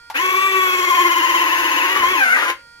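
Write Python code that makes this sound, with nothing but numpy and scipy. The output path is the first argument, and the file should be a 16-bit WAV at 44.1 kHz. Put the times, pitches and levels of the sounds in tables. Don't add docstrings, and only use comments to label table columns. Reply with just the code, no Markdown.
import sys
import numpy as np
from scipy import signal
from scipy.fft import rfft, irfft, next_fast_len
from scipy.io import wavfile

SR = 44100
rng = np.random.default_rng(int(sys.argv[2]) if len(sys.argv) > 2 else 0)


def file_out(sig):
    cols = np.atleast_2d(sig).T
    lim = np.clip(cols, -1, 1)
    pcm = np.round(lim * 32767).astype(np.int16)
    wavfile.write(sys.argv[1], SR, pcm)


N = 123479
T = np.arange(N) / SR

# pitch_multiple, level_db
WHINE_TONES = [(1, -70), (2, -61), (3, -47.5), (4, -58.5), (5, -60), (7, -63), (9, -62), (10, -60),
               (11, -62.5), (19, -69.5)]
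# frequency_hz, level_db
BACKGROUND_COLOUR = [(25, -5), (100, -5), (300, -17.5), (600, -22), (1500, -13), (3500, -22), (6000, -18.5),
                     (9000, -21.5), (13000, -33)]
CLICK_COLOUR = [(300, -23), (650, -10), (870, 10.5), (1200, -5), (2500, -10.5), (4000, -13), (6000, -16),
                (8500, -28), (12000, -19), (16000, -41)]
# time_s, speed_hz (turns a second), dip_hz (slowing as the screw binds), level_db
MOTOR_A_RUN = [(.15, 258, 0.5, 2), (.215, 375, -1, -3), (.45, 388, 2.5, 1.5), (.78, 363, 4, -1),
               (1.0, 350, 10, 1.5), (1.2, 332, 20, 1), (1.4, 320, 24, 0), (1.5, 309, 20, 0),
               (1.8, 303, 22.5, 0.5), (1.93, 320, 4.5, -1), (2.0, 330, 4, -3), (2.12, 378, 0.5, -4),
               (2.18, 290, -1.5, 1.5), (2.25, 236, 0, -3), (2.285, 223, -0.5, 0.5), (2.32, 246, -0.5, -2),
               (2.362, 210, 1, -3), (2.38, 245, 0.5, -18), (2.425, 233, 1, -9.5), (2.5, 250, 1, -15)]
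MOTOR_B_RUN = [(.15, 262.7, -1.5, -13), (.22, 365.2, 0, 0), (.35, 370.4, 5.5, -0.5), (.45, 385.4, -2, 2),
               (.72, 366.8, 5, -0.5), (.88, 360.6, 18, -2), (.96, 356.9, 12, 2), (1.2, 340.2, 15.5, -4.5),
               (1.32, 339.6, 19.5, -2), (1.82, 338, 17, -4.5), (1.92, 382.9, -1.5, -3),
               (1.97, 382.3, 3.5, -6), (2.035, 344.2, -2, 0), (2.125, 377.1, -0.5, 3),
               (2.18, 335.4, 0, -3.5), (2.21, 265.9, 0, 2), (2.3, 244.4, -3, -3), (2.36, 260, 0, 2.5),
               (2.385, 310, -2, -10.5), (2.49, 347.5, -1, -5)]
# speed_multiple, free_level_db, loaded_level_db
MOTOR_A_TONES = [(1, -32.5, -40.5), (3, -25.5, -37.5), (4, -37.5, -45), (5, -35, -49), (6, -28, -27),
                 (7, -32, -45), (8, -42.5, -34), (9, -34.5, -22), (10, -44, -54), (12, -64, -32),
                 (20, -45.5, -50), (33, -44, -52), (42, -58, -39), (60, -62, -45)]
MOTOR_B_TONES = [(1, -29.5, -43.5), (2, -44, -40), (3, -20, -36.5), (5, -32, -44.5), (6, -32.5, -20),
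                 (7, -35, -48), (9, -35.5, -28)]
# loaded_hz, free_hz
LOADED_AND_FREE_HZ = [240, 380]
# frequency_hz, gain_db
WING_RESPONSE = [(800, -1.5), (960, 3.5), (1040, 5.5), (1100, 0), (1160, -5), (1380, 5), (1510, 4),
                 (1650, 3), (1950, 0), (2090, 3), (2700, 1.5), (3200, 0.5), (4200, -5), (7000, 6.5),
                 (8400, -10), (10000, 2)]
# time_s, grind_db, hiss_db
SCRAPE_LEVELS = [(.15, -17, -35), (.2, -31, -31.5), (.5, -33, -33.5), (.75, -28, -30), (.9, -30.5, -29.5),
                 (1.3, -27.5, -30.5), (1.8, -24.5, -31), (1.96, -22.5, -32.5), (2.15, -26.5, -31.5),
                 (2.355, -33, -34.5), (2.38, -21, -35), (2.43, -22, -33.5), (2.465, -26, -36),
                 (2.5, -17.5, -29.5)]
# frequency_hz, level_db
GRIND_COLOUR = [(230, -23), (290, -8), (440, -5), (540, 1.5), (680, -16), (850, 0.5), (1100, 1.5),
                (1500, 5), (2100, 5.5), (3000, -0.5), (4000, -10.5), (6000, -25)]
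BRUSH_COLOUR = [(2500, 7.5), (4000, 7.5), (5200, 4.5), (6700, 8), (7500, -4), (8400, -15), (10000, 0.5),
                (12000, 2.5), (13800, -4.5), (15500, 0)]
# time_s, level_db
RUMBLE_LEVELS = [(0, -76), (.7, -72), (.9, -56), (1.2, -57), (1.6, -53), (1.9, -58), (2.0, -41.5),
                 (2.15, -49), (2.22, -76), (2.6, -70)]
# frequency_hz, level_db
RUMBLE_COLOUR = [(20, -10), (45, 0.5), (90, -4), (180, -10.5), (300, 6), (600, -55)]
CRACK_COLOUR = [(300, 0), (850, 10), (1200, 21), (1550, 12), (2200, -29), (4000, -3), (12000, -29)]
# start_s, level_db, pitch_hz
GEAR_KNOCKS = [(1.961, -12, 1152), (2.035, -14.5, 1040), (2.372, -15, 1206), (2.387, -14, 1856),
               (2.424, -14.5, 1410), (2.453, -18.5, 1605)]
# frequency_hz, likeness (0 to 1)
STEREO_LIKENESS = [(100, 0.92), (350, 0.94), (700, 0.94), (2000, 0.91), (5000, 0.23), (15000, 0.75)]
# frequency_hz, difference_db
LEFT_OVER_RIGHT = [(100, 1.5), (330, 0), (1100, 1.5), (1800, 4.5), (2800, 2.5), (4200, 0), (6400, -2),
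                   (9800, -3), (14000, 3)]


def from_db(db):
    return 10 ** (np.asarray(db) / 20)


def unit_power(x):
    return x / np.sqrt(np.mean(x ** 2) + 1e-20)


def over_time(rows):
    times, *columns = np.transpose(rows)
    return [np.interp(T, times, column) for column in columns]


def at_hz(rows, hz):
    frequencies, values = np.transpose(rows)
    return np.interp(np.log(hz + 1e-9), np.log(frequencies), values)


def filtered(x, response):
    size = next_fast_len(N + SR // 2)
    f = np.arange(size // 2 + 1) * SR / size
    return irfft(rfft(x, size) * response(f), size)[..., :N]


def drift(rate_hz, step=16):
    count = next_fast_len(N // step + 2)
    f = np.arange(count // 2 + 1) * SR / step / count
    slow = irfft(rfft(rng.standard_normal(count)) / (1 + (f / rate_hz) ** 2), count)
    return np.interp(np.arange(N) / step, np.arange(count), unit_power(slow))


def noise(colour):
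    def part(sign):
        return filtered(rng.standard_normal(N),
                        lambda f: from_db(at_hz(colour, f)) * np.sqrt(1 + sign * at_hz(STEREO_LIKENESS, f)))
    shared, opposed = part(1), part(-1)
    return unit_power(np.array([shared + opposed, shared - opposed]))


def placed(x, lead_ms, pan_db):
    def response(f):
        delay = np.exp(-2j * np.pi * f * lead_ms / 1000)
        return np.array([from_db(pan_db / 2) * np.ones_like(f), from_db(-pan_db / 2) * delay])
    return filtered(x, response)


def hit(start_s, level_db, decay_s):
    return from_db(level_db) * (T >= start_s) * np.exp(-np.abs(T - start_s) / decay_s)


def electronics_whine(pitch_hz=471):
    hz = pitch_hz * (1 + 0.00198 * drift(13.4))
    angle = 2 * np.pi * np.cumsum(hz) / SR
    return np.sqrt(2) * sum(from_db(db + drift(3.2)) * np.sin(multiple * angle + rng.uniform(0, 2 * np.pi))
                            for multiple, db in WHINE_TONES)


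def background(level_db=-57):
    return from_db(level_db) * noise(BACKGROUND_COLOUR)


def click():
    return noise(CLICK_COLOUR) * hit(start_s=0.1, level_db=-25.5, decay_s=0.014)


def screw_tightness(tight_s=0.818, turn_hz=18.36, slowing_hz_per_s=2.64):
    t = T - tight_s
    turns = turn_hz * t - slowing_hz_per_s * t ** 2 / 2
    return np.cos(2 * np.pi * turns)


def motor_spin(run, loss_db_per_hz):
    mean_hz, dip_hz, level_db = over_time(run)
    sag_hz = dip_hz * screw_tightness()
    speed_hz = (mean_hz - sag_hz) * (1 + 0.0026 * drift(127))
    angle = 2 * np.pi * np.cumsum(speed_hz) / SR
    return speed_hz, angle, from_db(level_db - loss_db_per_hz * sag_hz)


def motor_power(on_s=0.14, rise_s=0.027, off_s=2.503, fade_s=0.014):
    return np.clip((T - on_s) / rise_s, 0, 1) * np.exp(-np.maximum(T - off_s, 0) / fade_s)


def tooth_play(spread_rad=0.04):
    return spread_rad * drift(260)


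def motor_hum(tones, speed_hz, angle, gain, flutter_db=2.5):
    hum = np.zeros(N)
    for multiple, free_db, loaded_db in tones:
        pitch_hz = multiple * speed_hz
        db = np.interp(speed_hz, LOADED_AND_FREE_HZ, [loaded_db, free_db])
        db += at_hz(WING_RESPONSE, pitch_hz) + flutter_db * drift(20.4)
        wave = np.sin(multiple * (angle + tooth_play()) + rng.uniform(0, 2 * np.pi))
        hum += from_db(db) * (pitch_hz < SR / 2) * wave
    return np.sqrt(2) * gain * hum


def brush_buzz(angle):
    buzz = np.zeros((2, N))
    for multiple in range(10, 52):
        strength = rng.rayleigh(1, (2, 1))
        buzz += strength * np.sin(multiple * (angle + tooth_play()) + rng.uniform(0, 2 * np.pi, (2, 1)))
    return unit_power(filtered(buzz, lambda f: from_db(at_hz(BRUSH_COLOUR, f))))


def gears_and_brushes(angle, buzz_share=0.65, grit_db=1.4, hiss_dip_db=1.5):
    grind_db, hiss_db = over_time(SCRAPE_LEVELS)
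    pulses = 1 + 0.16 * np.cos(3 * angle)
    bursts = unit_power(pulses * from_db(grit_db * drift(160)))
    scrape = np.sqrt(1 - buzz_share) * noise(BRUSH_COLOUR) + np.sqrt(buzz_share) * brush_buzz(angle)
    brushes = from_db(hiss_db - hiss_dip_db * screw_tightness()) * scrape
    teeth = from_db(grind_db) * noise(GRIND_COLOUR)
    return bursts * (teeth + brushes)


def wing_rumble():
    return from_db(over_time(RUMBLE_LEVELS)[0]) * noise(RUMBLE_COLOUR)


def gear_rattle(crack_db=-6.5):
    cracks, rings = np.zeros(N), np.zeros(N)
    for start_s, level_db, pitch_hz in GEAR_KNOCKS:
        cracks += hit(start_s, level_db + crack_db, decay_s=0.008)
        rings += hit(start_s, level_db, decay_s=0.013) * np.sin(2 * np.pi * pitch_hz * (T - start_s))
    return cracks * noise(CRACK_COLOUR) + placed(rings, lead_ms=0.17, pan_db=3.5)


def echoes(x, fade_s):
    t = T[:SR // 2]
    tail = rng.standard_normal((2, len(t))) * from_db(-60 * t / fade_s) * (t > 0.002)
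    tail /= np.sqrt(np.sum(tail ** 2, axis=1, keepdims=True))
    return signal.fftconvolve(x, tail, axes=1)[:, :N]


def workshop_echo(x, boom_hz=540, width_hz=78):
    def boom_band(f):
        return (1j * f * width_hz / (boom_hz ** 2 - f ** 2 + 1j * f * width_hz)) ** 2
    near = filtered(echoes(x, fade_s=0.21), lambda f: 1j * f / (1j * f + 350) / (1 + f / 14000))
    boom = filtered(echoes(x, fade_s=0.48), boom_band)
    return from_db(-6) * near + from_db(-8.5) * boom


def scene(bass_cut_hz=266):
    speed_a, angle_a, gain_a = motor_spin(MOTOR_A_RUN, loss_db_per_hz=0.044)
    speed_b, angle_b, gain_b = motor_spin(MOTOR_B_RUN, loss_db_per_hz=0.1336)
    motor_a = placed(motor_hum(MOTOR_A_TONES, speed_a, angle_a, gain_a), lead_ms=0.25, pan_db=2)
    motor_b = placed(motor_hum(MOTOR_B_TONES, speed_b, angle_b, gain_b), lead_ms=0.2, pan_db=0)
    scrape = placed(gears_and_brushes(angle_a), lead_ms=0.17, pan_db=0.1)
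    drive = motor_power() * (motor_a + motor_b + scrape) + gear_rattle() + click()
    drive = signal.sosfilt(signal.butter(6, bass_cut_hz, "high", fs=SR, output="sos"), drive)
    rumble = wing_rumble()
    room = workshop_echo(drive)
    whine = placed(electronics_whine(), lead_ms=0.089, pan_db=-7.5)
    return drive + room + rumble + whine + background()


def record(dry, treble_cut_hz=15800):
    coloured = filtered(dry, lambda f: from_db(np.outer([0.5, -0.5], at_hz(LEFT_OVER_RIGHT, f))))
    return signal.sosfilt(signal.ellip(12, 0.1, 90, treble_cut_hz, fs=SR, output="sos"), coloured)


dry = scene()
out = record(dry)
file_out(out)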